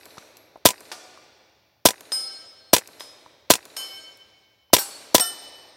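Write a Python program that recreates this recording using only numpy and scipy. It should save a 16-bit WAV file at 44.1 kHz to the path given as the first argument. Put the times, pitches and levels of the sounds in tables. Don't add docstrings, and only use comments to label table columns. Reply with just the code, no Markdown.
import sys
import numpy as np
from scipy import signal
from scipy.fft import rfft, irfft
from scipy.io import wavfile
from scipy.ndimage import uniform_filter1d

SR = 44100
rng = np.random.default_rng(int(sys.argv[2]) if len(sys.argv) > 2 else 0)


def dump(signal):
    limited = np.clip(np.atleast_2d(signal).T, -1, 1)
    pcm = np.round(limited * 32767).astype(np.int16)
    wavfile.write(sys.argv[1], SR, pcm)


def voltage_ratio(level):
    return 10 ** (np.asarray(level, float) / 20)


N = 254016
LEAD = 8192
LONG = N + LEAD
T = np.arange(LONG) / SR


def high_pass(x, hz):
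    return signal.sosfilt(signal.butter(2, hz, "high", fs=SR, output="sos"), x)


def band_pass(x, low_hz, top_hz):
    return signal.sosfilt(signal.butter(2, [low_hz, top_hz], "band", fs=SR, output="sos"), x)


def colour(x, points):
    hz, db = np.transpose(points)
    grid = np.maximum(np.arange(1025) * SR / 2048, 1)
    cepstrum = irfft(np.interp(np.log(grid), np.log(hz), db) * np.log(10) / 20)
    cepstrum[1:1024] *= 2
    cepstrum[1025:] = 0
    kernel = irfft(np.exp(rfft(cepstrum)))
    return signal.fftconvolve(x, kernel / np.sqrt(np.sum(kernel ** 2)))[:len(x)]


def ticks(s, db):
    out = np.zeros(LONG)
    np.add.at(out, np.round(np.asarray(s) * SR).astype(int) + LEAD, voltage_ratio(np.asarray(db)))
    return out


def fade(s, db, t60, rise=0.00059):
    out = np.zeros(LONG)
    first = int(np.ceil(s * SR)) + LEAD
    t = T[first:first + int(2 * t60 * SR)] - LEAD / SR - s
    out[first:first + len(t)] = voltage_ratio(db - 60 * t / t60) * (1 - np.exp(-t / rise))
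    return out


def ring(x, modes, push=.00002):
    t = T[:SR // 4]
    body = sum(voltage_ratio(db - 60 * t / t60) * np.sin(2 * np.pi * hz * t) for hz, db, t60 in modes)
    return signal.fftconvolve(x, body * (1 - np.exp(-t / push)))[:LONG]


def noise():
    return rng.standard_normal(LONG)


def walk(rate):
    hold = int(SR / rate)
    steps = np.resize(np.repeat(rng.standard_normal(200), hold)[:LONG], LONG)
    return 1.3 * uniform_filter1d(uniform_filter1d(steps, hold), hold)


# (f/Hz, level/dB)
AIR_SPECTRUM = [(15, -62.5), (25, -29.5), (69, 3), (117, -0.5), (145, -11), (862, -22), (1190, -26),
                (3630, -29.5), (4260, -23.5), (8070, -40.5), (14500, -23.5)]


def still_air(db):
    return voltage_ratio(db) * colour(noise(), AIR_SPECTRUM)


# (f/Hz, level/dB, t60/s)
SCATTER = [(150, -79, 9), (330, -66.5, 2.9), (600, -66.5, 3.4), (1200, -70.5, 2.6), (2540, -68.5, 3.24),
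           (4440, -68.5, 2.7), (9000, -56.5, 1.06), (14000, -78, 0.18)]
# (t/s after the sound, level/dB, low edge f/Hz, top edge f/Hz)
TRUNK_ECHOES = [(0.0785, -45, 300, 4060), (.0862, -44, 300, 9000), (.0895, -58, 300, 1200),
                (0.1027, -48.5, 1500, 5030), (0.1244, -47.5, 2000, 5230), (0.1543, -46.5, 293, 1820),
                (0.1979, -47, 2510, 4970), (0.244, -74, 300, 3240)]


def wood():
    bark_s, edge_s, side_db = 0.0021, 1.4, -25.5
    t = T[:2 * SR]
    dense, single = np.zeros((2, 2, len(t)))
    for hz, db, t60 in SCATTER:
        band = band_pass(rng.standard_normal(dense.shape), hz / 1.4, min(hz * 1.4, .45 * SR))
        dense += voltage_ratio(db - 60 * t / t60) * band
    dense *= np.exp(-(t / edge_s) ** 2)
    sides = rng.uniform(-1.2, 1, len(TRUNK_ECHOES))
    for (late, db, low_hz, top_hz), side in zip(TRUNK_ECHOES, sides):
        smear = rng.standard_normal(256) * np.exp(-T[:256] / bark_s)
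        tap = band_pass(smear, low_hz, top_hz)
        tap /= np.abs(rfft(tap)).max()
        first = int(late * SR)
        single[:, first:first + 256] += voltage_ratio(db) * np.outer([1, side], tap)
    width = np.array([[1], [voltage_ratio(side_db)]])
    return dense * width, single * width


# (t/s, click level/dB, low edge f/Hz, ring level/dB)
BRASS_FALLS = [(0.055, -29, 2490, -64), (0.369, -33, 2460, -93), (0.377, -49, 3000, -57),
               (0.572, -52, 9000, -88), (0.805, -30, 5000, -82), (1.174, -52, 6060, -75.5),
               (2.007, -28, 2020, -99), (2.874, -27.5, 2870, -89), (3.653, -30, 2030, -82),
               (4.172, -40.5, 8000, -95), (5.555, -51, 10000, -60.5)]


def brass():
    ring_hz, ring_t60 = 11650, .45
    tone = np.sin(2 * np.pi * ring_hz * T) * voltage_ratio(1.4 * walk(60))
    out = tone * sum(fade(s, ring_db, ring_t60) for s, _, _, ring_db in BRASS_FALLS)
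    grit = noise()
    for s, db, edge_hz, _ in BRASS_FALLS:
        out += fade(s, db, 0.014) * band_pass(grit, edge_hz, 14000)
    return out


# (t/s, level/dB, f/Hz)
DULL_THUMPS = [(.171, -40, 875), (0.179, -39, 172), (0.18, -32.5, 1220), (0.225, -44, 1500),
               (.558, -35, 660), (0.561, -38.5, 930), (.575, -45, 600), (1.175, -39, 1140),
               (3.262, -37.5, 973), (4.702, -51.5, 906)]


def thumps():
    out = np.zeros(LONG)
    for s, db, hz in DULL_THUMPS:
        out += ring(ticks([s], [db]), [(hz, 0, .02), (1.09 * hz, -5, .012)])
    return out


# (t/s, crack level/dB, spray level/dB, spray t60/s)
LEAD_HITS = [
    (0.173, -50, -44, 0.022),
    (0.1821, -28.5, -45.5, 0.053),
    (.902, -43, -54.5, 0.091),
    (0.916, -23, -31.5, 0.12),
    (2.119, -14, -39, 0.36),
    (2.996, -32, -53, 0.26),
    (3.006, -22.5, -44, 0.16),
    (3.767, -21, -40.5, 0.61),
    (4.786, -11, -32, 0.28),
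    (5.200, -9, -37, 0.37),
]
# (f/Hz, level/dB)
SPLASH_SPECTRUM = [(120, -39.5), (200, -16.5), (1000, -3.5), (1160, -2.5), (1710, -8), (2200, -10.5),
                   (4400, -6), (5600, -7.5), (8740, -22.5), (16000, -37.5)]


def impacts():
    envelope = np.zeros(LONG)
    for s, crack_db, spray_db, spray_t60 in LEAD_HITS:
        envelope += fade(s, crack_db, 0.0078) + fade(s, spray_db, spray_t60)
    return colour(noise() * envelope, SPLASH_SPECTRUM)


def beating_pair(mode, swell, turn, flutter):
    hz, db, t60, twin_hz, share = mode
    linger_db, linger_times = -17.5, 2
    phase, skip = rng.random(2)
    t = T[:min(int(1.25 * t60 * SR), SR)]
    start = int(skip * LONG)
    here = slice(start, start + len(t))
    decay_db = np.maximum(-60 * t / t60, linger_db - 60 * t / (linger_times * t60))
    level_db = db + decay_db + turn[here] + flutter[here] * np.minimum(t / .2, 1)
    main = np.sin(2 * np.pi * (hz * t + phase))
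    twin = np.sin(2 * np.pi * ((hz + twin_hz) * t + phase))
    return voltage_ratio(level_db) * (1 - np.exp(-t / swell)) * (main + share * twin)


# (t/s, swell/s, shimmer level/dB, shimmer t60/s)
STRIKES = [
    (.916, .002, -44.5, 0.16),
    (2.119, 0.0025, -41.5, .3),
    (2.998, 0.00098, -48, .2),
    (3.765, 0.00077, -43.5, 0.39),
    (4.786, 0.002, -31, 0.3),
    (5.200, 0.0094, -25, 0.22),
]
STAKE_F = [668, 735, 1189, 1413, 1454, 2357]
LEFT_F = [801, 1543, 2815, 4410, 4782, 5587, 6612, 7412, 7789, 8513, 9405, 9770, 13035, 13825]
RIGHT_F = [707, 1353, 1391, 1795, 3005, 3606, 5195, 5472, 5565, 8370, 8639, 11990, 12742, 13583]
FAR_F = [773, 1310, 1570, 2208, 3038, 4279, 4395, 5079, 5309, 6551, 6930, 7160, 8392, 8810]
FAR_HIGH_F = [9256, 9907, 10352, 10405, 11555, 12034, 12604, 13330, 13765]
# (level/dB, t60/s, twin offset f/Hz, signed twin share)
STAKE_MODES = [(-59.5, 1, 2.2, 0.7), (-50.5, 1.25, 6.2, 0.7), (-52.5, 1.3, 3.8, 0.3), (-61.5, 1.6, 3, 0.5),
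               (-54, 1.3, 4.6, 0.3), (-61.5, 2, 5.0, -0.6)]
LEFT_MODES = [(-39.5, 0.45, 10, 0.3), (-36.8, 0.25, 17.8, -0.28), (-50.5, 0.92, 3.3, 0.65),
              (-40, 0.84, 5.8, 0.95), (-48.2, 0.74, 21.8, 0.57), (-31, 0.19, 4.2, 0.83),
              (-38, 0.2, 16.6, 0.46), (-40, 0.8, 4.1, 0.5), (-36, 0.5, 17.4, -0.75),
              (-34.5, 0.65, 4.3, 0.3), (-33, 0.25, 6.6, 0.9), (-35, 0.42, 5.05, -0.68),
              (-37, 0.25, 10.6, -0.66), (-27, 0.23, 7.9, 0.9)]
RIGHT_MODES = [(-28.5, 0.23, 23.3, -0.65), (-27.5, 0.19, 7, -0.75), (-40.2, 0.52, 2.4, 0.97),
               (-44.5, 1, 2.3, 1), (-32.5, 1.19, 2.5, 0.5), (-39, 0.63, 3.6, 0.84), (-36, 0.78, 2.8, 0.81),
               (-18.5, 0.15, 33, -1.1), (-39, 0.65, 3.4, 0.7), (-19.5, 0.16, 6.8, 0.7),
               (-17.5, 0.26, 11.4, 1), (-27.5, 0.35, 12.6, 0.7), (-42.0, 0.36, 9.0, 0.3),
               (-19, 0.12, 21.8, 0.9)]
# (t60/s, twin offset f/Hz, signed twin share)
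FAR_MODES = [(1.2, 3.5, -0.7), (0.71, 1.0, -1.3), (1.6, 4, 0.64), (1.8, 2, -0.3), (1.25, 7.8, -0.65),
             (1.5, 2.5, -1.1), (1.25, 3.1, 0.5), (0.88, 1.8, 0.3), (1, 10.6, 0.86), (0.65, 3.4, 0.66),
             (1, 3.7, 0.3), (0.8, 2.2, 0.18), (0.77, 5, 0.45), (0.61, 3.4, 0.86),
             (0.5, 1.9, 1), (0.65, 19.4, 0.3), (0.65, 13, -0.3), (0.66, 11.0, -0.3), (0.37, 19.0, 0.1),
              (0.65, 11.0, -0.4), (0.5, 5.0, 0.3), (0.5, 3.0, 0.4), (0.35, 16.2, -0.5)]
# (level/dB at first, second, third far strike)
FAR_LEVELS = [(-53, -64.5, -55), (-41, -62.5, -47.5), (-51.5, -69, -50), (-53, -64.5, -48),
              (-50, -65.0, -33), (-41, -78.5, -51), (-58.5, -78.5, -46.5), (-23.5, -42.5, -41),
              (-35, -67, -39), (-66, -78, -45.5), (-50, -71.5, -48), (-56.5, -66, -80), (-36, -65, -44),
              (-37.5, -59.5, -43),
              (-39.5, -60.5, -52), (-44.5, -62, -57), (-49.5, -59, -49.5), (-44.5, -61, -48.5),
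               (-46.5, -87, -48), (-57, -79, -52), (-53.5, -62, -40), (-54.5, -72.5, -73.5),
               (-42.5, -78, -85.4)]
FAR_RATIO = [1, 1.005, 1.003]


def plates():
    far_rows = list(zip(FAR_F + FAR_HIGH_F, FAR_MODES, FAR_LEVELS))
    far = [[(hz * ratio, db[k], *twin) for hz, twin, db in far_rows] for k, ratio in enumerate(FAR_RATIO)]
    stake = [(hz, *row) for hz, row in zip(STAKE_F, STAKE_MODES)]
    left = [(hz, *row) for hz, row in zip(LEFT_F, LEFT_MODES)]
    right = [(hz, *row) for hz, row in zip(RIGHT_F, RIGHT_MODES)]
    turn = np.tile(.8 * walk(5.5), 2)
    flutter = np.tile(3 * walk(65), 2)
    out = np.zeros(LONG)
    for (s, swell, shimmer_db, _), modes in zip(STRIKES, [stake, *far, left, right]):
        first = int(s * SR) + LEAD
        overtones = [(4000 + 11000 * a, shimmer_db - 12 - 8 * b, 0.25 * (1.5 - a), 5 + 30 * b, .7)
                     for a, b in rng.random((26, 2))]
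        for mode in [*modes, *overtones]:
            pair = beating_pair(mode, swell, turn, flutter)[:LONG - first]
            out[first:first + len(pair)] += pair
    shimmer = noise() * sum(fade(s, db, t60, swell) for s, swell, db, t60 in STRIKES)
    return out + colour(shimmer, [(2500, -29.5), (5000, -13.5), (9000, 7.5), (13500, 0.5), (16000, -11.5)])


# (t/s, level/dB)
BLASTS = [
    (-0.0926, 0),
    (0.6550, 1),
    (1.8552, 0),
    (2.7336, -1),
    (3.5034, 0),
    (4.7337, 1),
    (5.1471, -1),
]
# (f/Hz, level/dB, t60/s)
TUBE_MODES = [(193, -6, 0.0078), (378, 3.5, 0.0049), (622, 21, 0.0039), (1000, -14, 0.095),
              (5230, -5, 0.0052)]
# (f/Hz, level/dB, t60/s)
CRACK_MODES = [(1500, 5.5, 0.0018), (2410, -10.5, 0.0061), (3932, -1.5, 0.0023)]


def muzzle():
    s, db = np.transpose(BLASTS)
    direct = ticks(s, db)
    bounce = ticks(s + .0032, db - 5)
    blast = high_pass(ring(direct + bounce, TUBE_MODES, .001), 150)
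    return blast, blast + voltage_ratio(20) * ring(direct, CRACK_MODES)


# (t/s after the blast, level/dB, t60/s)
GAS_CYCLE = [
    (-.0042, -20, 0.073),
    (-.0011, -3, 0.017),
    (.0034, 10, 0.0088),
    (.0092, -13, 0.0026),
    (0.0096, -15.5, .09),
    (0.014, -13, 0.0057),
]
# (f/Hz, level/dB)
GAS_SPECTRUM = [(710, -32.5), (1200, -4), (2130, -4.5), (3740, -0.5), (4410, 2), (8630, -2), (12700, -1),
                (16000, -7)]


def gas_jets():
    envelope = np.zeros(LONG)
    for s, db in BLASTS:
        for late, step_db, t60 in GAS_CYCLE:
            envelope += fade(s + late, db + step_db, t60)
    return colour(noise() * envelope, GAS_SPECTRUM)


# (t/s, peak level/dB)
BOLT_STOPS = [(0.687, -7), (0.704, -12.5), (1.886, -6.5), (1.905, -14.5), (2.764, -4.5), (2.781, -13),
              (3.536, -5), (3.553, -13), (4.765, -3.5), (5.18, -7.5), (4.782, -13.5), (5.196, -10)]
# (f/Hz, level/dB)
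CLACK_SPECTRUM = [(120, -44.5), (200, -6.5), (482, 0), (749, 2), (1020, 0), (1270, -6.5), (2610, 0),
                  (3430, -8.5), (4520, -2.5), (8120, -1), (16000, -14.5)]
# (t/s after the blast, level/dB)
STEEL_KNOCKS = [
    (.0093, 0),
    (0.0165, -7.5),
]
# (f/Hz, level/dB, t60/s)
STEEL_MODES = [(498, -17.5, 0.053), (989, -17, 0.052), (3500, 1.5, 0.0042), (5680, -9.5, .016),
               (8130, -11.5, 0.017)]


def bolt():
    lag_s = .001
    envelope = sum(fade(s + lag_s, db - 6, .012) + fade(s + lag_s, db - 17, 0.065) for s, db in BOLT_STOPS)
    clack = colour(noise() * envelope, CLACK_SPECTRUM)
    s, db = np.transpose(BLASTS)
    knocks = sum(ticks(s + late, db + knock_db) for late, knock_db in STEEL_KNOCKS)
    s, db = np.transpose(BOLT_STOPS)
    return clack + ring(knocks + ticks(s + lag_s, db - 4.0), STEEL_MODES)


def gun():
    blast, forward = muzzle()
    action = gas_jets() + bolt()
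    return blast + action, forward + voltage_ratio(2) * action


def scene():
    air_db = -69.5
    dense, single = wood()
    small = brass() + thumps()
    splash, steel = impacts(), plates()
    near, forward = gun()
    echo = signal.fftconvolve((voltage_ratio(23.0) * splash + voltage_ratio(5) * steel)[None], dense)[:, :LONG]
    late_rise = 1 - np.exp(-(T[:2 * SR] / 0.17) ** 2)
    gun_response = single + voltage_ratio(-9.5) * dense * late_rise
    echo += signal.fftconvolve(forward[None], gun_response)[:, :LONG]
    mid = near + splash + steel + small + echo[0] + still_air(air_db)
    side = 0.045 * near + .05 * (splash + steel + small) + echo[1] + still_air(air_db - 15.5)
    side += 0.023 * np.roll(near + steel, 2)
    return np.array([mid + side, mid - side])[:, LEAD:]


def roll_off(x):
    return signal.sosfilt(signal.butter(12, 16460, fs=SR, output="sos"), x)


def record(dry):
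    clipped = np.clip(high_pass(dry, 60), -.93, .93)
    coupled = high_pass(clipped, 70)
    top_cut = signal.ellip(8, .2, 50, 16000, fs=SR, output="sos")
    return roll_off(signal.sosfilt(top_cut, coupled))


dry = scene()
out = record(dry)
dump(out)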